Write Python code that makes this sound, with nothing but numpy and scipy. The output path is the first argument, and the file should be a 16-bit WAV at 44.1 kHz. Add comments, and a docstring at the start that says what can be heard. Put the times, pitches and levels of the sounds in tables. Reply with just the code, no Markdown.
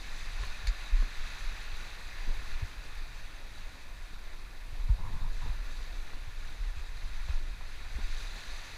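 """Sea wash on a rocky reef

Water drains and returns over a rock shelf: bubbles gurgle in the hollows, foam fizzes and wavelets
break, with dull surf further out. Someone clambers on the rocks and lands one step in a puddle.
We listen from the camera they wear: its mount rumbles and thumps, its plastic case ticks, its strap
rubs, and the case wall colours the wash, the foam and the splash."""
import sys
import numpy as np
from scipy import signal
from scipy.fft import rfft, irfft, next_fast_len
from scipy.io import wavfile
from scipy.ndimage import uniform_filter1d, map_coordinates

SR = 44100
rng = np.random.default_rng(int(sys.argv[2]) if len(sys.argv) > 2 else 0)


def store_pcm(level_fs):
    """Save levels as 16-bit WAV."""
    pcm = np.round(np.clip(level_fs, -1, 1) * 32767).astype(np.int16)
    wavfile.write(sys.argv[1], SR, np.atleast_2d(pcm).T)


N = 386757
BAND_LIMIT_HZ = 15250


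def amp(db):
    """Decibels to gain."""
    return 10 ** (np.asarray(db) / 20)


def unit(x):
    """Scale to rms 1."""
    return x / np.sqrt(np.mean(x ** 2) + 1e-20)


def automation(rows):
    """Straight lines through (seconds, value) points, one value per sample."""
    return np.interp(np.arange(N) / SR, *np.transpose(rows))


def wobble(rate):
    """A smooth random curve, rate knots a second."""
    return map_coordinates(rng.standard_normal(int(N * rate / SR) + 4), [np.arange(N) * rate / SR])


def filtered(x, response):
    """Filter x by a response given as a function of frequency."""
    size = next_fast_len(N + SR // 2)
    return irfft(rfft(x, size) * response(np.fft.rfftfreq(size, 1 / SR)), size)[:N]


def coloured(x, eq):
    """Shape x by (Hz, dB) points on a log axis, at rms 1."""
    points_hz, db = np.transpose(eq)
    return unit(filtered(x, lambda hz: amp(np.interp(np.log(hz + 1), np.log(points_hz), db))))


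def resonance(hz, centre_hz, width_hz):
    """Causal response of one mode."""
    return 1j * hz * width_hz / (centre_hz ** 2 - hz ** 2 + 1j * hz * width_hz)


def add(track, start, sound):
    """Mix a sound in at start seconds."""
    part = track[round(start * SR):][:len(sound)]
    part += sound[:len(part)]


def patchy_noise(depth_db):
    """White noise with patches of random gain in time and pitch."""
    spectrum = signal.stft(rng.standard_normal(N), nperseg=512)[2]
    patches = uniform_filter1d(rng.standard_normal(spectrum.shape), size=6, axis=0)
    patches = uniform_filter1d(patches, size=10, axis=1)
    return unit(signal.istft(spectrum * amp(depth_db * unit(patches)), nperseg=512)[1][:N])


# Tone of the hiss. Each row: frequency in Hz, relative level in dB.
HISS_EQ = [(500, -4.5), (5000, 1), (9000, -3), (12500, -7), (15000, -23)]

def electronics():
    """A faint, slightly flickering hiss and a thin steady whine."""
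    whine = np.sqrt(2) * amp(-82) * np.sin(2 * np.pi * 10406 * np.arange(N) / SR)
    hiss = amp(-68.5 + 0.6 * wobble(26)) * coloured(rng.standard_normal(N), HISS_EQ)
    return hiss + whine


# Tone of the distant surf. Each row: frequency in Hz, relative level in dB.
SURF_EQ = [(60, -6), (150, 0), (240, 1.5), (400, -1), (700, -2), (1100, -2.5), (2500, -22.5)]

def open_sea():
    """The dull rush of the swell further out heaves and slowly grows fainter."""
    crest_s, period_s, fade_db_per_s = 2.25, 3.23, 0.21
    t = np.arange(N) / SR
    heave_db = 1.26 * np.cos(2 * np.pi * (t - crest_s) / period_s)
    level_db = -59 + heave_db - fade_db_per_s * (t - t.mean())
    return coloured(patchy_noise(depth_db=1.75), SURF_EQ) * amp(level_db)


# The mount's sub-bass sway and bass shudder. Each row: frequency in Hz, relative level in dB.
SWAY_EQ = [(8, -7), (17, 4), (25, 2), (36, -5), (50, -12.5), (70, -24), (120, -41), (250, -87)]
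SHUDDER_EQ = [(35, -9), (65, 2.5), (85, 0.5), (115, -1), (145, -8.5), (220, -17), (500, -63)]
# How hard the wearer clambers. Each row: time in seconds, effort in dB.
CLAMBER_EFFORT = [(0, -43.5), (.45, -36), (.8, -44.5), (1.5, -38), (1.95, -45.5), (2.45, -35), (3.1, -44.5),
                  (4.4, -43), (5.3, -33.5), (6.4, -41.5), (6.8, -37), (7.5, -35.5), (7.72, -41),
                  (8.05, -33.5), (8.45, -44), (8.77, -41.5)]

def mount_rumble():
    """The mount sways and shudders unevenly, more as its wearer works harder."""
    effort_db = automation(CLAMBER_EFFORT)
    lurch = wobble(6)
    sway = coloured(rng.standard_normal(N), SWAY_EQ) * amp(effort_db + 3.5 + 0.7 * lurch)
    shudder_db = -58 + 0.4 * (effort_db - effort_db.mean()) + 2.1 * lurch
    return sway + coloured(rng.standard_normal(N), SHUDDER_EQ) * amp(shudder_db)


# Short slides of the strap on the case. Each row: start in seconds, length in seconds, level in dB.
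STRAP_STROKES = [(4.88, .03, -57), (4.98, .03, -53), (5.03, .08, -54), (5.128, 0.041, -53),
                 (5.207, 0.066, -56.5), (5.408, 0.033, -54), (5.447, .04, -57.5)]

def strap_grip(release_s, attack_s=0.01):
    """Envelope of the strap's grip: each stroke builds, holds and lets go."""
    out, t = np.zeros(N), np.arange(SR // 2) / SR
    for start, length, db in STRAP_STROKES:
        attack = np.minimum(t / attack_s, 1)
        release = np.exp(-np.maximum(t - length, 0) / release_s)
        add(out, start, amp(db) * attack * release)
    return out


def strap_rub():
    """Uneven friction drives a hollow mode of the case and its low body, and shakes the mount."""
    slips = rng.standard_normal(N) * amp(1.3 * wobble(90))
    hollow = unit(filtered(slips, lambda hz: resonance(hz, centre_hz=970, width_hz=310) ** 2))
    body = unit(filtered(slips, lambda hz: resonance(hz, centre_hz=135, width_hz=140) ** 2))
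    shudder = coloured(rng.standard_normal(N), SHUDDER_EQ) * amp(9)
    scrape = strap_grip(release_s=0.019) * (hollow + amp(-5.5) * body)
    return scrape + strap_grip(release_s=0.031) * shudder


# Jolts of the mount. Each row: start in seconds, envelope peak in dB, pitch in Hz.
MOUNT_JOLTS = [(0.386, -28.5, 41.8), (0.429, -35, 75), (.636, -32.5, 61.6), (.671, -18.5, 37.7),
               (.921, -15.5, 30.2), (0.984, -19.5, 29.6), (1.72, -40, 70), (2.262, -24, 20.2),
               (2.62, -27, 88), (4.72, -40, 80), (4.79, -23.5, 30.3), (4.891, -22.5, 85),
               (4.899, -15.5, 42.4), (5.205, -22, 20.9), (5.488, -29, 44.3), (6.11, -43, 72),
               (6.27, -38, 80), (6.597, -25.5, 33), (6.658, -25, 31.8), (6.765, -32.5, 60),
               (7.287, -25, 60), (7.317, -19.5, 22), (7.945, -29, 57.6), (8.02, -21.5, 20.3)]

def mount_thumps():
    """Each soft jolt swings the mount through a few heavily damped cycles."""
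    contact_s, rise_cycles, ring_cycles = 0.0033, 0.4, 6
    out, t = np.zeros(N), np.arange(SR // 2) / SR
    for start, db, hz in MOUNT_JOLTS:
        cycles = hz * t
        attack = 1 - np.exp(-(t / (contact_s + rise_cycles / hz)) ** 2)
        swing = attack * amp(-60 * cycles / ring_cycles)
        add(out, start, amp(db) * swing / swing.max() * np.sin(2 * np.pi * cycles))
    return out


# Light knocks on the case. Each row: start in seconds, level in dB, pitch in Hz.
CASE_KNOCKS = [(.434, -31, 1084), (0.436, -36, 1780), (1.022, -32, 1070), (1.022, -38, 230),
               (2.275, -31, 200), (2.29, -45, 403), (5.455, -36, 250), (6.133, -37, 950), (6.164, -43, 256),
               (7.285, -39, 1090), (7.308, -39, 1410), (7.608, -40, 1000), (7.984, -33.5, 222)]

def case_knocks():
    """Short contacts ring the case in a broad, rough band over a dull crack."""
    out, t = np.zeros(N), np.arange(SR // 5) / SR
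    for start, db, hz in CASE_KNOCKS:
        t60 = 0.028 * (1000 / hz) ** 0.49  # higher knocks die sooner
        phase_drift = 0.086 * np.sqrt(hz / SR) * np.cumsum(rng.standard_normal(len(t)))
        ring = np.sin(2 * np.pi * (hz * t + phase_drift))
        crack = unit(signal.lfilter(*signal.butter(2, 1.4 * hz, fs=SR), rng.standard_normal(len(t))))
        envelope = amp(-60 * t / t60) * (1 - np.exp(-t * hz))
        add(out, start, amp(db) * envelope * (0.66 * ring + 0.46 * crack))
    return out


def bell(x, centre, width):
    """A smooth rise to 1 and fall around centre."""
    return np.exp(-2 * ((x - centre) / width) ** 2)


# Peaks and dips of the case wall. Each row: centre in Hz, width in Hz, gain in dB.
CASE_EQ = [(1318, 30, -8), (1433, 114, 3.5), (1747, 134, 4), (2534, 260, 3), (2854, 150, -2.5),
           (3144, 330, -2.5), (3810, 220, 2.5), (4535, 190, -6.5), (4700, 200, 2), (5070, 330, -2.5),
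           (6150, 240, 3), (10530, 530, 8)]

def through_case(x):
    """Outside sound as coloured by the plastic wall, at rms 1."""
    return unit(filtered(x, lambda hz: amp(sum(db * bell(hz, mid, width) for mid, width, db in CASE_EQ))))


# Tone of the spray. Each row: frequency in Hz, relative level in dB.
SPRAY_EQ = [(700, -12), (1700, -1), (2400, 10), (3200, -9), (4400, 11), (5500, -6), (7000, -3), (9000, -19),
            (15000, -24)]
# Bursts of one splash. Each row: start in seconds, level in dB, seconds to fall by 60 dB.
SPLASH_BURSTS = [(.669, -39.5, .08), (.672, -32, .014), (.681, -41.5, .085)]

def puddle_step():
    """A foot hits a puddle: a sharp wet slap with a short tail of spray."""
    envelope, t = np.zeros(N), np.arange(SR // 4) / SR
    for start, db, t60 in SPLASH_BURSTS:
        add(envelope, start, amp(db - 60 * t / t60))
    spray = coloured(rng.standard_normal(N) * amp(0.48 * wobble(700)), SPRAY_EQ)
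    return envelope * through_case(spray)


def bubbles(count, centre_hz, spread, decay_cycles, rise, samples):
    """Damped sines at random times; each rises in pitch as its bubble nears the surface."""
    start = rng.integers(0, N, (count, 1))
    hz = np.clip(centre_hz * np.exp(spread * rng.standard_normal((count, 1))), 200, BAND_LIMIT_HZ)
    gain = amp(1.5 * np.minimum(rng.exponential(size=(count, 1)), 4))
    cycles = hz * np.arange(samples) / SR
    age = cycles / decay_cycles
    chirp = np.sin(2 * np.pi * cycles * (1 + rise * np.minimum(age, 2)))
    envelope = gain * np.exp(-age) * (1 - np.exp(-2 * cycles)) * np.linspace(1, 0, samples)
    positions = start + np.arange(samples)
    return unit(np.bincount(positions.ravel(), (chirp * envelope).ravel(), N + samples)[:N])


# Tone of the wash and of its brighter foam. Each row: frequency in Hz, relative level in dB.
WASH_EQ = [(300, -18), (600, -7), (950, -4), (1500, -2.5), (2000, 1), (2550, -0.5), (3100, -4.5),
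           (4500, -4), (8000, -27)]
FOAM_EQ = [(1500, -7), (2800, -6.5), (3800, 1), (4700, 1), (5200, -9.5), (6300, -5), (7200, -8.5),
           (9000, -18), (11000, -20.5), (15000, -32)]
# Water on the shelf as the swell drains and returns. Each row: time in seconds, level in dB.
SHELF_FLOW = [(0, -51), (.45, -49), (1.3, -48), (2.0, -50), (2.5, -50), (2.85, -53), (3.9, -55.8),
              (5.2, -56.5), (5.45, -53), (6.2, -54.5), (7.0, -55), (7.75, -53), (8.2, -49.8), (8.77, -51)]
# Breaking wavelets. Each row: crest time in seconds, width in seconds, wash in dB, foam in dB.
BREAKING_WAVELETS = [(.2, 0.45, -66, -55), (0.435, 0.11, -53.5, -58), (1.3, 0.13, -54.5, -58),
                     (2.517, 0.069, -56, -70), (4.146, .03, -66, -61), (5.37, .14, -71, -62),
                     (5.8, .14, -64, -57), (6.45, .12, -56, -59), (6.78, 0.045, -56, -61),
                     (7.162, 0.2, -57, -59), (7.31, 0.084, -55, -59), (8.223, 0.29, -66, -51),
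                     (8.55, 0.35, -62, -52.5)]

def reef_wash():
    """Water pours over the rock with gurgling bubbles; foam fizzes, wavelets break and drops tick."""
    t = np.arange(N) / SR
    flow_db, usual_flow_db = automation(SHELF_FLOW), -52
    wash_power = amp(flow_db) ** 2
    foam_power = amp(-57.5 + 1.06 * (flow_db - usual_flow_db)) ** 2
    for crest_s, width_s, wash_db, foam_db in BREAKING_WAVELETS:
        surge = bell(t, crest_s, width_s)
        wash_power += (amp(wash_db) * surge) ** 2
        foam_power += (amp(foam_db) * surge) ** 2
    lapping = wobble(13)
    gurgle = bubbles(count=14000, centre_hz=1595, spread=0.422, decay_cycles=11.5, rise=0.017, samples=350)
    fizz = bubbles(count=16000, centre_hz=4727, spread=0.446, decay_cycles=5.5, rise=0.03, samples=200)
    drops = bubbles(count=1300, centre_hz=6960, spread=0.15, decay_cycles=0.83, rise=0.01, samples=60)
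    wash = coloured(patchy_noise(depth_db=1.1) + 0.33 * gurgle, WASH_EQ)
    wash = through_case(wash) * amp(0.55 * lapping)
    # drops fall in little showers as each ripple laps the rock
    showers = drops * amp(-18.5 + 1.8 * lapping + 1.6 * wobble(18))
    foam = coloured(patchy_noise(depth_db=1.2) + 0.5 * fizz, FOAM_EQ)
    foam = through_case(foam + showers) * amp(0.8 * lapping + 0.84 * wobble(35))
    return wash * np.sqrt(wash_power) + foam * np.sqrt(foam_power)


def scene():
    """A mono mix of water outside, handling on the case and faint hiss."""
    water = reef_wash() + open_sea() + puddle_step()
    handling = mount_rumble() + mount_thumps() + case_knocks() + strap_rub()
    return (water + handling + electronics())[None]


def record(dry):
    """The camera keeps nothing above its band limit."""
    return np.array([filtered(x, lambda hz: np.clip((BAND_LIMIT_HZ - hz) / 200, 0, 1)) for x in dry])


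dry = scene()
out = record(dry)
store_pcm(out)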